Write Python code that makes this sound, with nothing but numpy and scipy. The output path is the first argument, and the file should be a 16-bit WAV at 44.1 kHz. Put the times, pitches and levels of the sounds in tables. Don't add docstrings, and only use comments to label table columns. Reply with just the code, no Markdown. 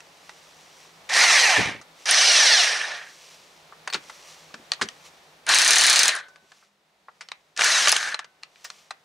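import sys
import numpy as np
from scipy import signal
from scipy.fft import rfft, irfft, next_fast_len
from scipy.io import wavfile
from scipy.ndimage import uniform_filter1d, minimum_filter1d

SR = 44100
rng = np.random.default_rng(int(sys.argv[2]) if len(sys.argv) > 2 else 0)


def pcm_store(signal):
    levels = np.round(np.clip(np.atleast_2d(signal), -1, 1) * 32767)
    wavfile.write(sys.argv[1], SR, levels.astype(np.int16).T)


def nominal_scale(level):
    x = np.asarray(level, float) / 20
    return 10 ** x


N = 398663

# (time [s], level [dB])
YARD_LEVEL = [(0, -54.5), (.9, -55), (1.07, -52.5), (1.9, -54.5), (3.2, -57.5), (3.95, -52.5), (4.3, -55),
              (4.8, -52.5), (5.2, -55), (6.3, -60), (6.7, -69), (7.25, -64), (7.54, -65.5), (8.4, -64),
              (8.64, -61.5), (9.04, -63.5)]
# (frequency [Hz], level [dB per Hz])
YARD_COLOUR = [(15, -46.5), (25, -9.5), (153, -12.5), (384, -4.5), (734, -0.5), (1370, -5), (1650, -6.5),
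               (1790, -5), (3250, -9.5), (3620, -8), (4140, -10), (16000, -30)]
# (frequency [Hz], likeness [0 to 1])
YARD_SAME = [(60, 0.94), (180, 0.96), (550, 0.87), (1650, 0.21), (4970, 0.47), (15000, 0.93)]
# (frequency [Hz], width [Hz], level under the yard noise [dB])
HUM = (160, 21, -15.5)
# (frequency [Hz], width [Hz], level [dB])
DRONE = (201, 8, -84)
# (frequency [Hz], level [dB per Hz])
RUSTLE_COLOUR = [(290, -31.5), (500, -2), (807, -10), (1180, 0), (1360, -8), (2230, -0.5), (4660, -1.5),
                 (5710, -2), (6610, -3.5), (7310, -5), (16000, -25.5)]
# (frequency [Hz], width [Hz], level [dB])
RUSTLE_PEAK = (5800, 300, 5)
# (time [s], level [dB], half length [s])
SWISHES = [(.25, -62, 0.42), (0.699, -59.5, 0.39), (0.835, -63, 0.053), (2.05, -52, 0.08),
           (3.193, -51.5, 0.32), (3.26, -87, 0.099), (4.094, -67, .1), (4.262, -50.5, 0.24),
           (4.97, -63.5, 0.3), (5.063, -52.5, 0.019), (6.56, -62, 0.11), (7.3, -72, 0.18),
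           (8.723, -56.5, 0.15)]

# (time [s], peak [dB], strongest ring [Hz], treble lift if any [dB])
CLUNKS = [
    (0.004, -35, 2600, 10),
    (3.9, -23, 4360, -1),
    (3.9345, -14, 3620, 8),
    (3.9428, -11, 4340, -2),
    (4.824, -19, 4320, 12),
    (7.3168, -22, 3950, -4),
    (8.701, -22.5, 4200, 6),
]
TAPS = [(0.293, -29, 1920), (3.875, -18, 1970), (4.097, -28.5, 2020), (4.541, -27, 1734),
        (4.813, -15, 1590), (6.199, -34, 1490), (6.283, -47, 1590), (6.358, -37.5, 1680),
        (6.518, -38.5, 1710), (8.191, -20, 1800), (8.244, -34.5, 1590), (8.907, -21.5, 4110)]
SWITCH = [
    (1.091, -28, 1700),
    (1.0955, -21.5, 2070),
    (1.132, -20, 4970),
    (1.138, -13, 4330),
    (2.056, -18, 1830),
    (5.465, -25, 1600),
    (7.564, -28.5, 4230),
    (7.574, -17, 6140),
]
TICKS = [
    (1.813, -34, 2030),
    (6.185, -30, 1500),
    (6.335, -58, 1650),
    (6.568, -53, 1900),
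    (6.151, -25, 1590),
    (6.164, -26, 1220),
    (6.283, -45.5, 1550),
]
BUMPS = [
    (3.723, -33, 1180),
    (4.505, -48, 607),
    (4.794, -39, 743),
    (6.626, -47.5, 1540),
    (7.0835, -33.5, 1210),
]
SEATINGS = [
    (3.9255, -22, 2370, 0),
    (3.947, -18, 1300, -4),
    (4.817, -15.5, 1710, 1),
    (7.208, -29.5, 2084, -1),
    (8.643, -33, 5000, 7),
    (8.647, -28, 1880, 3.5),
]
CLINKS = [
    (4.718, -5, 4400, -5),
    (4.735, -19, 4100, -3),
    (4.857, -38, 4300, -5),
    (4.887, -20, 3020, -2),
    (7.2865, -29.5, 4280, -8.5),
    (8.428, -42, 1954, -9),
    (8.433, -24, 4210, -6.5),
    (8.558, -42.5, 2420, -15),
]
JOLTS = [
    (5.536, -2, 4030),
    (6.091, -8.5, 4000),
    (7.592, -12, 1590),
    (7.609, -7, 1760),
    (7.618, -8.5, 2360),
    (7.857, -8, 3980),
    (7.872, 1, 1690),
    (7.9635, -10, 3020),
    (8.028, -16.5, 1600),
]
SLAPS = [
    (7.925, -6, 5200, -6),
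    (7.93, -19.5, 5700, -6),
    (7.637, -11, 6000),
    (8.1435, -14.5, 4098, -5),
]
# (frequency [Hz], level [dB], time to fall 60 dB [s])
RIM = [(614, -7, .06), (764, -7, .06), (1141, -5, .055), (1330, -5, .05), (1930, -4, .05), (2870, -12, .04),
       (3655, -12, .04), (4100, -6, .03), (5200, -12, .03), (5900, -9, .03), (8100, -13, .03)]

# (time [s], housing rattle [dB])
RUNS = [
    [(1.088, -31), (1.12, -29), (1.162, -20.5), (1.258, -19.5), (1.578, -21.5), (1.706, -31), (1.81, -55)],
    [(2.052, -32.5), (2.098, -24), (2.268, -22.5), (2.6, -24.5), (2.952, -35), (3.054, -47), (3.16, -68)],
    [(5.46, -42.5), (5.478, -31.5), (5.496, -19), (5.594, -24), (5.948, -23), (6.088, -25.5), (6.18, -36.5),
     (6.28, -64)],
    [(7.56, -54), (7.594, -27.5), (7.75, -27), (7.92, -30), (7.94, -31), (8.1, -34), (8.14, -38),
     (8.178, -53), (8.24, -54)],
]
# (time [s], cycle rate [Hz])
SPEEDS = [
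    [(1.1, 260), (1.168, 546), (1.2, 665), (1.234, 742), (1.266, 703), (1.414, 508), (1.58, 279),
     (1.78, 120)],
    [(2.06, 200), (2.142, 557), (2.19, 730), (2.236, 790), (2.36, 668), (2.508, 470), (2.67, 275),
     (2.8, 160), (3.1, 60)],
    [(5.47, 120), (5.55, 480), (5.9, 520), (6.09, 400), (6.15, 170), (6.28, 70)],
    [(7.58, 170), (7.676, 580), (7.724, 678), (7.762, 630), (7.864, 490), (8, 295), (8.12, 180), (8.24, 90)],
]
# (gear case ring [dB], brush and fan hiss [dB], full above [Hz], panel [Hz], panel level [dB])
PULLS = [
    (-8.5, -5, 500, 2270, 5.5),
    (1.5, -4, 335, 5400, 7.5),
    (6.5, 0.5, 845, 3300, 6),
    (4.5, -13, 436, 1500, 9.5),
]
# (whine over the rattle [dB], clear above [Hz],
# share of the housing peaks [0 to 1], slope above that speed [dB per octave])
CLEAR = [
    (-14.5, 290, .8, -1),
    (-14, 370, 1, -3),
    (-32, 450, .7, 0),
    (-15.5, 620, .7, 0),
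]
# (frequency [Hz], level [dB per Hz])
FACING = [
    [(35, -77.5), (60, -56), (398, -19), (785, -5.5), (1470, -8.5), (1820, -6), (5330, 2.5), (11500, -29.5),
     (13600, -36.5), (16000, -68.5)],
    [(35, -76.5), (60, -42), (227, -35.5), (593, -6.5), (968, -8.5), (1820, -5), (3270, -2), (5460, -6),
     (8920, -19.5), (16000, -46)],
    [(35, -68), (60, -34), (458, -16.5), (715, -3.5), (803, -7), (1580, 0), (3270, -3), (4120, 6),
     (9130, -9), (16000, -38)],
    [(35, -62), (60, -32), (437, -17.5), (492, -12.5), (822, -8.5), (1780, -4.5), (2840, -6.5), (6140, -7),
     (10800, -17), (16000, -38.5)],
]
# (frequency [Hz], level over the rattle [dB], slope with speed [dB per octave])
NOSE = [
    (1950, -10, 1),
    (1740, -20, -8),
    (1600, -24.5, -7.5),
    (1690, -17, -7),
]
# (level [dB], ...)
WHINE = [
    [-10, -2, -8, -6, -1, -13, -3, -8, -7, -13],
    [-13, -7, -7, -1, -3, -1, -5, 0, -3, -6],
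    [-10, -4, -8, -4, -3, -6, -13, -3, -6, -12],
    [-4, -9, -8, -9, -3, -10, -12, 0, -5, -12],
]
MULTIPLES = [1, 2, 3, 4, 6, 8, 9, 10, 12, 14]
# (frequency [Hz], width [Hz], level [dB])
GEAR_CASE = [(740, 250, 6), (1400, 200, 4), (1780, 300, 8), (2850, 400, 6), (4350, 500, 6), (5900, 700, 6),
             (8600, 1200, 5)]
# (frequency [Hz], width [Hz], level [dB])
HOUSING = [(616, 150, 1.5), (726, 45, 1), (1590, 36, 5), (1826, 150, 7), (2300, 60, 4.5), (4104, 900, 5.5),
           (5570, 74, 5), (6120, 680, 6), (9170, 1900, 8.5)]

# (time [s], level [dB], fade [dB per s])
PUFFS = [
    (1.564, -22.5, 300),
    (1.583, -29, 400),
    (1.654, -32, 300),
    (1.672, -39, 300),
    (1.742, -43.5, 300),
]
# (time [s], level [dB], frequency [Hz], time to fall 60 dB [s])
PINGS = [(3.901, -36, 4450, .07), (3.901, -46, 8650, .07), (8.648, -42, 1840, .13), (7.215, -54, 5400, .2),
         (3.9, -54, 15200, .1), (3.935, -50, 15200, .1), (8.645, -40, 15000, .025), (8.65, -66, 15200, .2)]
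# (time [s], peak [dB])
THUDS = [
    (3.944, -36),
    (4.535, -42.5),
    (4.592, -47),
    (4.813, -26.5),
    (6.422, -58),
]

# (time [s], peak [dB])
HAMMERING = [(5.5447, -4), (5.5851, -2), (5.6163, -8.5), (5.6462, -6), (5.677, -1), (5.7062, -5.5),
             (5.7316, -7.5), (5.757, -4.5), (5.7824, -0.5), (5.8093, -3), (5.836, -7.5), (5.865, -1),
             (5.897, -4), (5.928, -3), (5.9578, -2.5), (5.991, -3), (6.0314, -5.5), (6.0796, -8)]
# (time [s], peak [dB], ring [Hz])
BLOWS = [
    (5.49, -17, 6500),
    (5.5205, -29.5, 6200),
    (6.0557, -17.5, 6000),
    (7.6427, -11, 5860),
    (7.8826, -17, 6100),
    (7.8924, -11.5, 6030),
    (7.9238, -19, 5060),
    (7.965, -19, 6330),
]
# (time [s], peak [dB], ring [Hz])
TOP_RINGS = [
    (2.11, -8, 9350),
    (5.466, -36, 9700),
    (6.152, -34, 9900),
    (6.163, -34.5, 9120),
    (7.918, -16, 10620),
]
# (frequency [Hz], level [dB per Hz])
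ANVIL = [(500, -14.5), (2500, 1), (4200, 1.5), (6400, 5), (7800, -2.5), (9500, 1), (12500, -19.5),
         (16000, -23.5)]
# (frequency [Hz], level [dB], time to fall 60 dB [s])
WHEEL_RING = [(571, -19, 1.1), (1179, -16, .5), (1513, 1, .75), (2051, -17, .45)]
# (time [s], level [dB])
RING_OUTS = [
    (6.1, -38),
    (8.1, -50),
]
# (time [s], left minus right [dB])
PAN = [(0.0, -1.5), (3.47, -1), (3.57, 1), (8.53, 1), (9.04, 1)]


def evened(x):
    return x / np.sqrt(np.mean(x ** 2) + 1e-20)


def read(points, hz):
    f, value = np.transpose(points)
    return np.interp(np.log(hz + 1), np.log(f + 1), value)


def add(mix, s, sound):
    part = mix[..., round(s * SR):][..., :sound.shape[-1]]
    part += sound[..., :part.shape[-1]]


def bins(x):
    return np.fft.rfftfreq(x.shape[-1], 1 / SR)


def coloured(x, gain):
    return irfft(rfft(x) * gain, x.shape[-1])


def above(hz, edge_hz):
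    return 1 / (1 + (edge_hz / (hz + 1)) ** 8)


def resonance(hz, centre_hz, width_hz):
    return 1 / (1 + (2 * (hz - centre_hz) / width_hz) ** 2)


def highpass(x, hz):
    return signal.lfilter(*signal.butter(2, hz, "high", fs=SR), x)


def wander(count, hz):
    return evened(signal.lfilter(*signal.butter(2, hz, fs=SR), rng.standard_normal(count)))


def yard():
    a, b, c, d = rng.standard_normal((4, next_fast_len(N)))
    hz = bins(a)
    same = np.clip(read(YARD_SAME, hz), 0, 1)
    right = coloured(a, same) + coloured(b, np.sqrt(1 - same ** 2))
    far = evened(coloured(np.array([a, right]), nominal_scale(read(YARD_COLOUR, hz))))
    hum = evened(coloured(c, resonance(hz, *HUM[:2])))
    drone = evened(coloured(d, resonance(hz, *DRONE[:2])))[:N]
    level_db = np.interp(np.arange(N) / SR, *np.transpose(YARD_LEVEL)) + 0.5
    return nominal_scale(DRONE[2]) * drone + nominal_scale(level_db) * (far + nominal_scale(HUM[2]) * hum)[:, :N]


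def rustle():
    t = np.arange(N) / SR
    middle = rng.standard_normal(next_fast_len(N))
    wide = rng.standard_normal((2, len(middle)))
    hz = bins(middle)
    grain_db = 1.6 * wander(len(middle), 300) + 0.96 * wander(len(middle), 5.9)
    colour_db = read(RUSTLE_COLOUR, hz) + RUSTLE_PEAK[2] * resonance(hz, *RUSTLE_PEAK[:2])
    rub = evened(coloured(middle * nominal_scale(grain_db) + 0.15 * wide, nominal_scale(colour_db)))
    at_rest = nominal_scale(np.interp(t, *np.transpose(YARD_LEVEL)) - 15.5)
    swish = sum(nominal_scale(db) * np.exp(-((t - at) / half_s) ** 2) for at, db, half_s in SWISHES)
    return (at_rest + swish) * rub[:, :N]


def strike(hz, colour, t60, ring_db, rim_db, rise):
    t = np.arange(8192) / SR
    crack = evened(coloured(rng.standard_normal(len(t)), nominal_scale(read(colour, bins(t)))))
    after = nominal_scale(-24.5 - 60 * t / .09) * np.minimum(t / 0.016, 1)
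    crack = crack * (nominal_scale(-60 * t / t60) + after)
    ring_t60 = min(.8 * t60, 55 / hz)
    ring = nominal_scale(ring_db - 60 * t / ring_t60) * np.sin(2 * np.pi * hz * t)
    rim = 0
    for mode_hz, db, mode_t60 in RIM:
        level_db = db + read(colour, mode_hz) + 2.5 * rng.standard_normal()
        pitch = mode_hz * (1 + .03 * rng.standard_normal())
        rim = rim + nominal_scale(level_db - 60 * t / mode_t60) * np.sin(2 * np.pi * pitch * t)
    sound = (crack + ring + nominal_scale(rim_db) * rim) * np.minimum(t / rise, 1)
    sound = highpass(sound, 350)
    return sound / abs(sound).max()


def knock_kind(out, events, dull_db, bright_db, t60, ring_db):
    for s, db, hz, *lift_db in events:
        treble_db = bright_db + sum(lift_db)
        colour = [(120, dull_db - 14.5), (600, dull_db + 8.0), (1300, dull_db + 16.0), (3000, 0.62),
                  (6000, treble_db + 7.5), (9500, treble_db - 4.5),
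                  (12500, treble_db - 29.5), (16000, treble_db - 26.5)]
        add(out, s, nominal_scale(db + 1.5) * strike(hz, colour, t60, ring_db, rim_db=-17, rise=.0015))


def knocks():
    out = np.zeros(N)
    knock_kind(out, CLUNKS, dull_db=-13.5, bright_db=-13, t60=0.017, ring_db=2.7)
    knock_kind(out, TAPS, dull_db=-7, bright_db=-10, t60=0.031, ring_db=0)
    knock_kind(out, SWITCH, dull_db=-21, bright_db=-5, t60=0.023, ring_db=-2.7)
    knock_kind(out, TICKS, dull_db=-1.5, bright_db=2.7, t60=0.068, ring_db=1)
    knock_kind(out, BUMPS, dull_db=4.8, bright_db=-24, t60=0.051, ring_db=-0.86)
    knock_kind(out, SEATINGS, dull_db=-11, bright_db=-8.5, t60=0.076, ring_db=-1)
    knock_kind(out, CLINKS, dull_db=-19, bright_db=-5, t60=0.0099, ring_db=2.6)
    knock_kind(out, JOLTS, dull_db=-15, bright_db=-13.5, t60=0.016, ring_db=1.7)
    knock_kind(out, SLAPS, dull_db=-11, bright_db=-8, t60=0.027, ring_db=8.7)
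    return out


def driveway(x):
    taps = np.zeros((2, 8820))
    at = np.arange(100, 8800, 20) + rng.integers(0, 20, (2, 435))
    np.put_along_axis(taps, at, rng.choice([-1., 1.], at.shape), 1)
    hz, t, z = signal.stft(taps, SR, nperseg=128)
    t60 = read([(400, 0.083), (2000, 0.23), (6000, 0.074), (12000, 0.013)], hz)
    tail = signal.istft(z * nominal_scale(-60 * t / t60[:, None]), SR, nperseg=128)[1]
    return signal.fftconvolve(x[None], tail / np.linalg.norm(tail[0]), axes=1)[:, :N]


def patchy(x, depth_db):
    z = signal.stft(x, nperseg=512, noverlap=384)[2]
    field = rng.standard_normal(z.shape[::-1])
    field = uniform_filter1d(uniform_filter1d(field, size=12, axis=0), size=5, axis=1)
    z = z * nominal_scale(depth_db * evened(field).T)
    return evened(signal.istft(z, nperseg=512, noverlap=384)[1][:len(x)])


def tooth_chatter(turns):
    count = len(turns)
    teeth = 1.5 + np.exp(-(2 * turns % 1) / 0.27)
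    backlash = nominal_scale(.4 * wander(count, 240) + .9 * wander(count, 45))
    return patchy(teeth * backlash * rng.standard_normal(count), depth_db=1.6)


def gear_whine(turns, speed, orders):
    smear_db = -.16 * np.maximum(np.gradient(speed) * SR / 1000, 0)
    whine = 0
    for k, db in orders:
        hz = k * speed
        case_db = sum(d * resonance(hz, f, width) for f, width, d in GEAR_CASE)
        level = nominal_scale(db + k * smear_db + 3 * wander(len(turns), 30) + case_db)
        level = level * (1 - above(hz, 9500))
        whine = whine + level * np.cos(2 * np.pi * (k * turns + rng.random()))
    return whine


def wrench(rows, cycle, pull, clear, facing, cone, orders):
    case_db, brush_db, full_hz, panel_hz, panel_db = pull
    clear_db, clear_hz, peak_share, fast_slope = clear
    cone_hz, cone_db, cone_slope = cone
    s, effort_db = np.transpose(rows)
    t = s[0] + np.arange(next_fast_len(int((s[-1] - s[0]) * SR))) / SR
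    rattle_db = np.interp(t, s, effort_db)
    speed = np.interp(t, *np.transpose(cycle))
    speed = uniform_filter1d(speed, size=800, mode="nearest")
    turns = np.cumsum(speed * (1 + .005 * wander(len(t), 60))) / SR

    slow = np.minimum(np.log2(speed / full_hz), 0)
    ring_db = rattle_db + case_db + 9 * slow
    hiss_db = rattle_db + brush_db + 7.5 * slow
    octaves = np.log2(speed / clear_hz)
    whine_db = clear_db + 14 * np.minimum(octaves, 0) + fast_slope * np.maximum(octaves, 0)
    chatter = tooth_chatter(turns)
    drive = chatter + nominal_scale(whine_db) * gear_whine(turns, speed, orders)

    hz = bins(t)
    panels = HOUSING + [(panel_hz, 0.32 * panel_hz, panel_db)]
    peaks_db = sum(db * resonance(hz, f, width) for f, width, db in panels)
    body = nominal_scale(read(facing, hz) + peak_share * peaks_db)
    low, top = 1 - above(hz, 2500), above(hz, 7780)
    out = 0
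    for db, share in (rattle_db, low), (ring_db, (1 - low) * (1 - top)), (hiss_db, top):
        out = out + nominal_scale(db) * evened(coloured(drive, body * np.sqrt(share)))
    nose = evened(coloured(chatter, resonance(hz, cone_hz, 260)))
    out = out + nominal_scale(rattle_db + cone_db + cone_slope * slow) * nose
    return s[0], out * signal.windows.tukey(len(t), .02)


def draught():
    t = PUFFS[0][0] + np.arange(SR // 3) / SR
    colour = [(30, -29.0), (110, -1.0), (300, -1.5), (600, -10.0), (2000, -53.5)]  # (Hz, dB)
    air = coloured(rng.standard_normal((2, len(t))), nominal_scale(read(colour, bins(t))))
    air = evened(air + 0.255 * air[::-1])
    puffs = 0
    for s, db, fade_db in PUFFS:
        puffs = puffs + nominal_scale(db - fade_db * abs(t - s)) * np.clip((t - s) / 0.0087, 0, 1)
    lumps = nominal_scale(3.4 * wander(len(t), 107))
    return t[0], air * puffs * lumps * signal.windows.tukey(len(t), .1)


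def socket_pings():
    out, t = np.zeros(N), np.arange(8192) / SR
    for s, db, hz, t60 in PINGS:
        add(out, s, nominal_scale(db - 60 * t / t60) * np.sin(2 * np.pi * hz * t))
    return out


def thuds():
    out, t = np.zeros(N), np.arange(8192) / SR
    colour = 1 / (1 + ((bins(t) - 320) / 150) ** 4)
    for s, db in THUDS:
        lump = evened(coloured(rng.standard_normal(len(t)), colour))
        add(out, s, nominal_scale(db - 60 * t / .14) * np.minimum(t / 0.0057, 1) ** 2 * lump)
    return out


def hammer():
    out = np.zeros(N)
    steady = [(s, db, 6400 * (1 + .05 * rng.standard_normal())) for s, db in HAMMERING]
    for s, db, hz in steady + BLOWS:
        add(out, s, nominal_scale(db + 12) * strike(hz, ANVIL, t60=.018, ring_db=0, rim_db=-30, rise=.0008))
    for s, db, hz in TOP_RINGS:
        add(out, s, nominal_scale(db + 12) * strike(hz, ANVIL, t60=.015, ring_db=12, rim_db=-30, rise=.0008))
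    return out


def wheel_ring():
    out, t = np.zeros(N), np.arange(SR) / SR
    ring = 0
    for hz, db, t60 in WHEEL_RING:
        ring = ring + nominal_scale(db - 60 * t / t60 + 1.5 * wander(SR, 30)) * np.sin(2 * np.pi * hz * t)
    for s, db in RING_OUTS:
        add(out, s, nominal_scale(db) * ring * np.minimum(t / 0.015, 1))
    return out


def scene():
    near = knocks() + socket_pings() + thuds() + hammer() + wheel_ring()
    for *pull, whine_db in zip(RUNS, SPEEDS, PULLS, CLEAR, FACING, NOSE, WHINE):
        add(near, *wrench(*pull, zip(MULTIPLES, whine_db)))
    pan_db = np.interp(np.arange(N) / SR, *np.transpose(PAN))
    glance = signal.oaconvolve(near, evened(rng.standard_normal(64)) / 8)[:N]
    glance = nominal_scale(-19) * highpass(glance, 6000)
    direct = near * nominal_scale([pan_db / 2, -pan_db / 2]) + [glance, -glance]
    out = direct + nominal_scale(-17.5) * driveway(near) + yard() + rustle()
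    add(out, *draught())
    return out


def roll_off(x):
    return signal.sosfilt(signal.butter(12, 16820, fs=SR, output="sos"), x)


def record(dry):
    dry = highpass(dry, 48)
    over_db = np.maximum(20 * np.log10(abs(dry).max(0) + 1e-9) + 3.6, 0)
    ahead_db = -minimum_filter1d(-over_db, size=133, origin=-66)
    fall_db = np.arange(N) * 1600 / SR
    held_db = np.maximum.accumulate(ahead_db + fall_db) - fall_db
    limited = dry / nominal_scale(uniform_filter1d(held_db, size=24))
    mix = signal.oaconvolve(limited, signal.firwin(511, 15750, fs=SR)[None], "same")
    return roll_off(mix)


dry = scene()
out = record(dry)
pcm_store(out)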